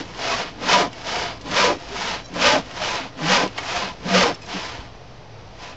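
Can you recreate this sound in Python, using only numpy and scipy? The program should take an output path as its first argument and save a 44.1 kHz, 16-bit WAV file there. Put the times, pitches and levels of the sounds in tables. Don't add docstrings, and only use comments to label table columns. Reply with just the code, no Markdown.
import sys
import numpy as np
from scipy import signal
from scipy.fft import rfft, irfft
from scipy.io import wavfile
from scipy.ndimage import uniform_filter1d

SR = 44100
rng = np.random.default_rng(int(sys.argv[2]) if len(sys.argv) > 2 else 0)


def materialize(psi):
    bounded = np.clip(np.atleast_2d(psi).T, -1, 1)
    quanta = np.round(bounded * 32767).astype(np.int16)
    wavfile.write(sys.argv[1], SR, quanta)


def ratio_of_db(decibels):
    return 10 ** (np.asarray(decibels, float) / 20)


N = 254012


def rms_one(x):
    return x / np.sqrt(np.mean(x ** 2) + 1e-20)


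def colour(x, points):
    hz, db = np.transpose(points)
    log_hz = np.log(np.arange(N // 2 + 1) * SR / N + 1)
    return irfft(rfft(x) * ratio_of_db(np.interp(log_hz, np.log(hz), db)), N)


def resonate(x, hz, width_hz):
    r = np.exp(-np.pi * width_hz / SR)
    poles = [1, -2 * r * np.cos(2 * np.pi * hz / SR), r * r]
    return signal.lfilter([(1 - r * r) / 2, 0, (r * r - 1) / 2], poles, x + 1e-18)


def drift(hz):
    r = np.exp(-2 * np.pi * hz / SR)
    noise = rng.standard_normal(N + SR)
    return rms_one(signal.lfilter([1], [1, -2 * r, r * r], noise)[SR:])


def evened(x):
    return x / np.sqrt(uniform_filter1d(x ** 2, size=SR // 10) + 1e-12)


# (frequency [Hz], density [dB per Hz])
WOODS_SPECTRUM = [(12, -33), (20, -1.5), (32, -10.5), (47, -12), (105, -2.5), (132, -5), (198, -22),
                  (242, -23.5), (443, -10), (1210, -19.5), (1520, -23), (1860, -22.5), (2170, -25.5),
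                  (5930, -30), (8230, -62.5), (10700, -104), (18100, -120)]
# (frequency [Hz], width [Hz], level [dB])
FAR_DRONE = [(51.5, 6.9, -50), (114, 22, -48)]


def woods():
    level_db = -44.5 + 0.74 * drift(5.3)
    air = ratio_of_db(level_db) * rms_one(colour(rng.standard_normal(N), WOODS_SPECTRUM))
    drone = 0
    for hz, width_hz, db in FAR_DRONE:
        drone = drone + ratio_of_db(db) * rms_one(resonate(rng.standard_normal(N), hz, width_hz))
    return air + drone


def place(stroke, t):
    return np.interp(t, stroke[:3], [-1, 0, 1])


# (start [s], fastest [s], end [s], effort [dB], evenness of speed [1-2])
PUSH = [
    (-.31, -0.146, .03, 5, 1.15),
    (0.577, 0.731, 0.9, -0.5, 1.04),
    (1.43, 1.609, 1.784, -0.8, 0.99),
    (2.32, 2.471, 2.63, 1, 1.084),
    (3.165, 3.335, 3.5, -0.6, 1.076),
    (4.025, 4.184, 4.35, -.6, 1.2),
]
# (start [s], fastest [s], end [s], effort [dB], evenness of speed [1-3])
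PULL = [
    (0.071, 0.316, 0.56, 2, 1),
    (.955, 1.16, 1.389, 0.06, 1.4),
    (1.809, 2.08, 2.24, -0.5, 1.4),
    (2.68, 2.88, 3.115, 0.7, 1.3),
    (3.578, 3.768, 3.93, -0.4, 2.37),
    (4.4, 4.548, 4.962, -4.5, 0.87),
    (5.518, 5.649, 5.81, -14, 0.98),
]
# (place in stroke [-1 to 1], teeth rate [Hz])
PUSH_SPEED = [(-1, 105.), (-.7, 225.), (-.45, 340.), (-.2, 530.), (0, 615.), (.15, 580.), (.35, 465.),
              (.6, 325.), (0.96, 115.)]
PULL_SPEED = [(-1, .25), (-.65, .36), (-.35, .8), (0, 0.99), (.4, .8), (.7, .45), (1, .08)]


def blade_motion():
    t, rate_hz, pushing = np.arange(N) / SR, np.full(N, 60.), np.zeros(N)
    for row in PULL:
        now = (t > row[0]) & (t < row[2])
        top_hz = 180 / (row[2] - row[0])
        rate_hz[now] += top_hz * np.interp(place(row, t[now]), *np.transpose(PULL_SPEED))
    for row in PUSH:
        now = (t > row[0]) & (t < row[2])
        rate_hz[now] = np.interp(place(row, t[now]), *np.transpose(PUSH_SPEED))
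        pushing[now] = 1
    return rate_hz, uniform_filter1d(pushing, size=SR // 50)


def stroke_gain(rows, speeds, weights, law):
    step, stop_db_per_s = 64, 299
    db, power, weight_db = law
    t, gain = np.arange(0, N + step, step) / SR, 0
    for row in rows:
        at = place(row, t)
        idle_s = np.maximum(row[0] - t, 0) + np.maximum(t - row[2], 0)
        share = np.interp(at, *np.transpose(speeds)) / np.max(speeds)
        weight = np.interp(at, *np.transpose(weights))
        level_db = row[3] + db + weight_db * weight - stop_db_per_s * idle_s
        gain = gain + ratio_of_db(level_db) * share ** (power / row[4])
    return np.interp(np.arange(N) / SR, t, gain)


PUSH_WEIGHT = [(-1, -0.63), (-.65, .4), (-0.59, -0.053), (0.15, -0.17), (0.34, 0.52), (0.52, 1),
               (0.81, 0.5), (1, -1.1)]
PULL_WEIGHT = [(-1, -0.6), (-1.3, -0.3), (0.32, -0.3), (0.62, 0.8), (0.47, 1), (1, .1)]


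def layer_gain(push_law, pull_law, rest_db):
    pushes = stroke_gain(PUSH, PUSH_SPEED, PUSH_WEIGHT, push_law)
    pulls = stroke_gain(PULL, PULL_SPEED, PULL_WEIGHT, pull_law)
    return ratio_of_db(rest_db) + pushes + pulls


def teeth(turns, set_db, spread_db):
    tooth = np.floor(turns)
    size_db = set_db * (tooth % 2) + spread_db * rng.standard_normal(N)
    bites = np.diff(tooth, prepend=0) * ratio_of_db(size_db)
    return rms_one(bites - uniform_filter1d(bites, size=SR // 50))


def fibres(per_s, spread_db):
    size_db = spread_db * np.minimum(rng.exponential(1, N), 5)
    tears = rng.random(N) < per_s / SR
    return rms_one(ratio_of_db(size_db) * rng.choice([-1, 1], N) * tears)


def ring(force, modes, pushing, patchy_db):
    out = 0
    for k, (hz, width_hz, push_db, pull_db) in enumerate(modes):
        coupling_db = pushing * push_db + (2 - pushing) * pull_db + patchy_db * drift(4.8)
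        mode = resonate(force * ratio_of_db(coupling_db), hz, width_hz) / np.sqrt(width_hz)
        out = out + (-1) ** k * mode
    return out * np.sqrt(SR / np.pi)


# (top-speed level [dB], power of speed, weight effect [dB])
TONE_LAW = [
    (-25.5, 3.3, 17.2),
    (-20., 4., 4.),
]
FLARE_HZ = [285, 495, 600, 995, 1215]


def whine(turns):
    first, second = (stroke_gain(PUSH, PUSH_SPEED, PUSH_WEIGHT, law) for law in TONE_LAW)
    tone = first * np.sin(2 * np.pi * turns) + second * np.sin(2 * np.pi * 2 * turns)
    tone *= ratio_of_db(3.0 * np.minimum(drift(35.0), .5))
    return .12 * tone + sum(resonate(tone, hz, 70.) for hz in FLARE_HZ)


# (frequency [Hz], width [Hz], push part [dB], return part [dB])
BODY = [(518, 110, 1, -5), (591.6, 20, 5.5, -11.5), (690, 88, -8, -0.5), (817, 9, -1.5, -9.),
        (829, 50, -6, -5), (1015.5, 39, -3, -2.5), (1203, 23, 1, -15.5), (1440, 27, -22.5, -12),
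        (1523, 94, 4, -18.5), (400, 180, -4.5, -11), (1045, 78, -5.5, -3), (1490, 60, -2, -16)]
# (frequency [Hz], width [Hz], push part [dB], return part [dB])
HUM = [(160, 62, -4.5, -9), (190, 38, -6, -5.5), (239, 46, -2.5, -6.5), (287, 76, -0.5, -4.5)]
# (frequency [Hz], width [Hz], push part [dB], return part [dB])
BLADE = [(1900, 22, -4.5, -16), (2230, 29, -8.5, -5), (2310, 36, -8, -13), (2520, 56, -4, -4),
         (3000, 190, -7.5, -7.5), (3035, 38, -6, -5.5), (3980, 20, -24.5, -11.5), (4815, 110, -15, -5)]
# (frequency [Hz], density [dB per Hz])
RASP = [(180, -35.5), (300, -10), (760, -14.5), (975, 1), (1100, -15.5), (1200, -4.5), (4500, -12),
        (5850, -52), (9900, -120)]
# (frequency [Hz], density [dB per Hz])
SIZZLE = [(2060, -14.5), (3500, -12), (4130, -20), (4920, -2), (6410, -9.5), (7500, -17.5), (7910, -25.5),
          (8230, -35), (10700, -62), (18100, -120)]
# (top-speed level [dB], power of speed, weight effect [dB])
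PUSH_LAW = [(-22., 1.63, 10), (-17, 2.34, 0.4), (-31, 0.54, 5.5), (-22.5, 2.43, 0.9)]
# (top-speed level [dB], power of speed, weight effect [dB])
PULL_LAW = [(-32.5, 1.93, 1), (-27, 2.24, 1.4), (-39, 1.2, 1.5), (-35, 2.02, -5)]
REST_DB = [-54., -56, -55, -64]


def saw():
    biting, rasping, humming, sizzling = map(layer_gain, PUSH_LAW, PULL_LAW, REST_DB)
    rate_hz, pushing = blade_motion()
    turns = np.cumsum(rate_hz * (1 + .02 * drift(60.0))) / SR
    regular = teeth(turns, set_db=-3.5, spread_db=6.5) * (0.28 + 0.15 * pushing)
    swell = 1 + 0.18 * np.cos(2 * np.pi * turns) + 0.1 * np.cos(np.pi * turns)
    torn = fibres(7000., spread_db=1.5) * swell * ratio_of_db(0.96 * drift(21.0))

    bite = ring(regular + 0.51 * torn, BODY, pushing, patchy_db=3.0)
    hum = ring(regular + 0.65 * torn, HUM, pushing, patchy_db=2.0)
    blade = ring(torn + 0.74 * regular, BLADE, pushing, patchy_db=2.0)
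    rasp = rms_one(colour(torn, RASP)) + ratio_of_db(0.5) * blade
    sizzle = rms_one(colour(torn, SIZZLE))
    slab = biting * evened(bite) + humming * evened(hum)
    return whine(turns) + slab + rasping * evened(rasp) + sizzling * evened(sizzle)


# (time [s], peak [dB], ring [Hz], t60 [s])
TICK = [(0.112, -41, 3200., 0.043), (0.145, -27, 3000., 0.053), (0.93, -26, 4500., 0.028),
        (1.411, -30, 4700., 0.093), (1.483, -26.5, 5330, 0.074), (1.514, -18.5, 5260, 0.016),
        (1.8, -32, 3500., 0.03), (1.842, -37, 3850, 0.045), (1.863, -42, 2990, 0.027),
        (2.339, -27, 5600., 0.093), (2.365, -33, 5500., 0.03), (2.659, -32.5, 3962, 0.021),
        (2.711, -23.5, 2650., 0.045), (3.476, -22.5, 3100., 0.036), (3.555, -43, 3100., 0.046),
        (3.5785, -13, 2900, 0.028), (3.582, -19, 3560, 0.053), (4.343, -35, 5200., 0.03),
        (3.584, -11.5, 1000., 0.056)]
# (frequency [Hz], level [dB], t60 [s])
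KNOCK = [(1290, -13, .05), (1930, -4, 0.084), (2210, -6.5, 0.14), (2420, -23.5, .1), (2820, 0, 0.056),
         (3100, -5, 0.05)]


def ticks():
    out, clicks = np.zeros(N), np.zeros(N)
    t = np.arange(SR // 5) / SR
    for s, db, hz, t60 in TICK:
        at = round(s * SR)
        crack = rms_one(resonate(rng.standard_normal(len(t)), hz, .7 * hz))
        out[at:at + len(t)] += crack * ratio_of_db(db - 11 - 60 * t / t60)
        clicks[at] = ratio_of_db(db)
    for hz, db, t60 in KNOCK:
        r, w = ratio_of_db(-60 / (t60 * SR)), 2 * np.pi * hz / SR
        poles = [1, -2 * r * np.cos(w), r * r]
        out += ratio_of_db(db - 12.5) * signal.lfilter([0, np.sin(w)], poles, clicks + 1e-18)
    return out


# (middle [s], length [s], frequency [Hz], level [dB])
CHATTER_SWELL = [(0.652, 0.12, 188, -33.5), (0.757, 0.13, 190., -28), (1.52, 0.076, 181, -27),
                 (1.64, 0.11, 190., -29), (2.372, 0.12, 176.5, -29.5), (3.251, 0.095, 160., -24),
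                 (3.315, 0.095, 189, -22), (3.414, 0.2, 190., -32.5), (3.853, 0.088, 190., -35.5),
                 (4.068, 0.044, 179.8, -24.5), (4.165, 0.15, 190., -16), (4.565, 0.053, 190., -26.5),
                 (2.58, 0.037, 270., -30), (3.036, 0.088, 270., -34), (3.442, 0.052, 300., -27),
                 (0.855, 0.057, 290., -29),
                 (1.937, 0.064, 400., -30.5), (0.297, 0.16, 672., -25), (0.339, 0.049, 1116., -23),
                (0.754, 0.058, 975., -11.5), (0.805, 0.18, 705., -22), (0.836, 0.12, 1010., -27.5),
                (1.062, 0.039, 682, -32), (1.165, 0.1, 715., -27.5), (1.25, 0.098, 690., -30.5),
                (1.638, 0.04, 990., -14.5), (1.658, 0.041, 490., -12.5), (1.663, 0.081, 690., -28),
                (1.7, 0.069, 580., -20), (1.694, 0.041, 975., -16), (2.487, 0.1, 510., -22.5),
                (2.519, 0.059, 875., -18.5), (2.824, 0.062, 620., -27.5), (2.936, 0.079, 1000., -26),
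                (3.248, 0.049, 302, -23), (3.421, 0.053, 510., -25.5), (1.718, 0.041, 348, -27),
                (3.763, 0.049, 700., -21.5), (3.829, 0.041, 1030., -24.5), (3.902, 0.072, 990., -32),
                (4.15, 0.036, 500., -17), (4.143, 0.099, 690., -19.5), (4.25, .06, 471.6, -19.5),
                (4.29, .035, 1010., -29), (4.553, 0.046, 290., -30.5), (5.663, 0.19, 1000., -41)]


def boom():
    out, waver = np.zeros(N), np.cumsum(drift(31.4)) / SR
    for middle, length, hz, db in CHATTER_SWELL:
        at = round((middle - length / 2) * SR) + np.arange(round(length * SR))
        swell = np.sin(np.pi * (at - at[0]) / len(at))
        tone = np.sin(2 * np.pi * hz * (at / SR + 0.0175 * waver[at]))
        out[at] += ratio_of_db(db - 1.0) * swell * tone
    return out * ratio_of_db(0.28 * drift(48.0))


# (time [s], level [dB])
THUMP = [
    (0.471, -40),
    (0.751, -41),
    (2.478, -32),
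    (3.769, -39),
    (4.23, -32.5),
    (4.789, -31.5),
]


def thumps():
    clicks = np.zeros(N)
    for s, db in THUMP:
        clicks[round(s * SR)] = ratio_of_db(db)
    return resonate(resonate(clicks, 45., 40.), 60., 70.) * 580.0


# (start [s], length [s], slip rate [Hz], level [dB], blade ring [Hz], other ring [Hz])
SQUEAK = [
    (2.232, .042, 797., -47., 5580., 3980.),
    (2.275, .022, 793., -50., 6345., 3560.),
    (4.340, .015, 880., -38., 5280., 5280.),
    (4.412, .044, 845., -45., 2535., 5070.),
    (4.452, .02, 802., -48., 5610., 6500.),
]


def squeaks():
    out, waver = np.zeros(N), drift(60.0)
    for start, length, rate_hz, db, ring_hz, other_hz in SQUEAK:
        at, t = round(start * SR), np.arange(round(length * SR)) / SR
        slips = rate_hz * np.cumsum(1 + .012 * waver[at:at + len(t)]) / SR
        comb = sum(np.cos(2 * np.pi * k * slips + k * k) for k in range(2, 10))
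        rung = resonate(comb, ring_hz, 400.) + .7 * resonate(comb, other_hz, 400.)
        swell = np.sin(np.pi * t / length) ** .7
        out[at:at + len(t)] += ratio_of_db(db - .6) * (.33 * comb + rung) * swell
    return out * ratio_of_db(3.0 * drift(80.0))


def dulled(x):
    return signal.sosfilt(signal.butter(4, 7200, fs=SR, output="sos"), x)


def scene():
    sharp = dulled(ticks() + squeaks())
    return np.tile(woods() + saw() + sharp + boom() + thumps(), (2, 1))


def top_cut(x):
    return signal.sosfilt(signal.butter(12, 8380, fs=SR, output="sos"), x)


def record(dry):
    cutoff_hz, offset = 8700, -.0042
    rounded = .95 * np.tanh(dry / .95)
    lowpass = signal.cheby2(12, 50, cutoff_hz, fs=SR, output="sos")
    return top_cut(signal.sosfilt(lowpass, rounded) + offset)


dry = scene()
out = record(dry)
materialize(out)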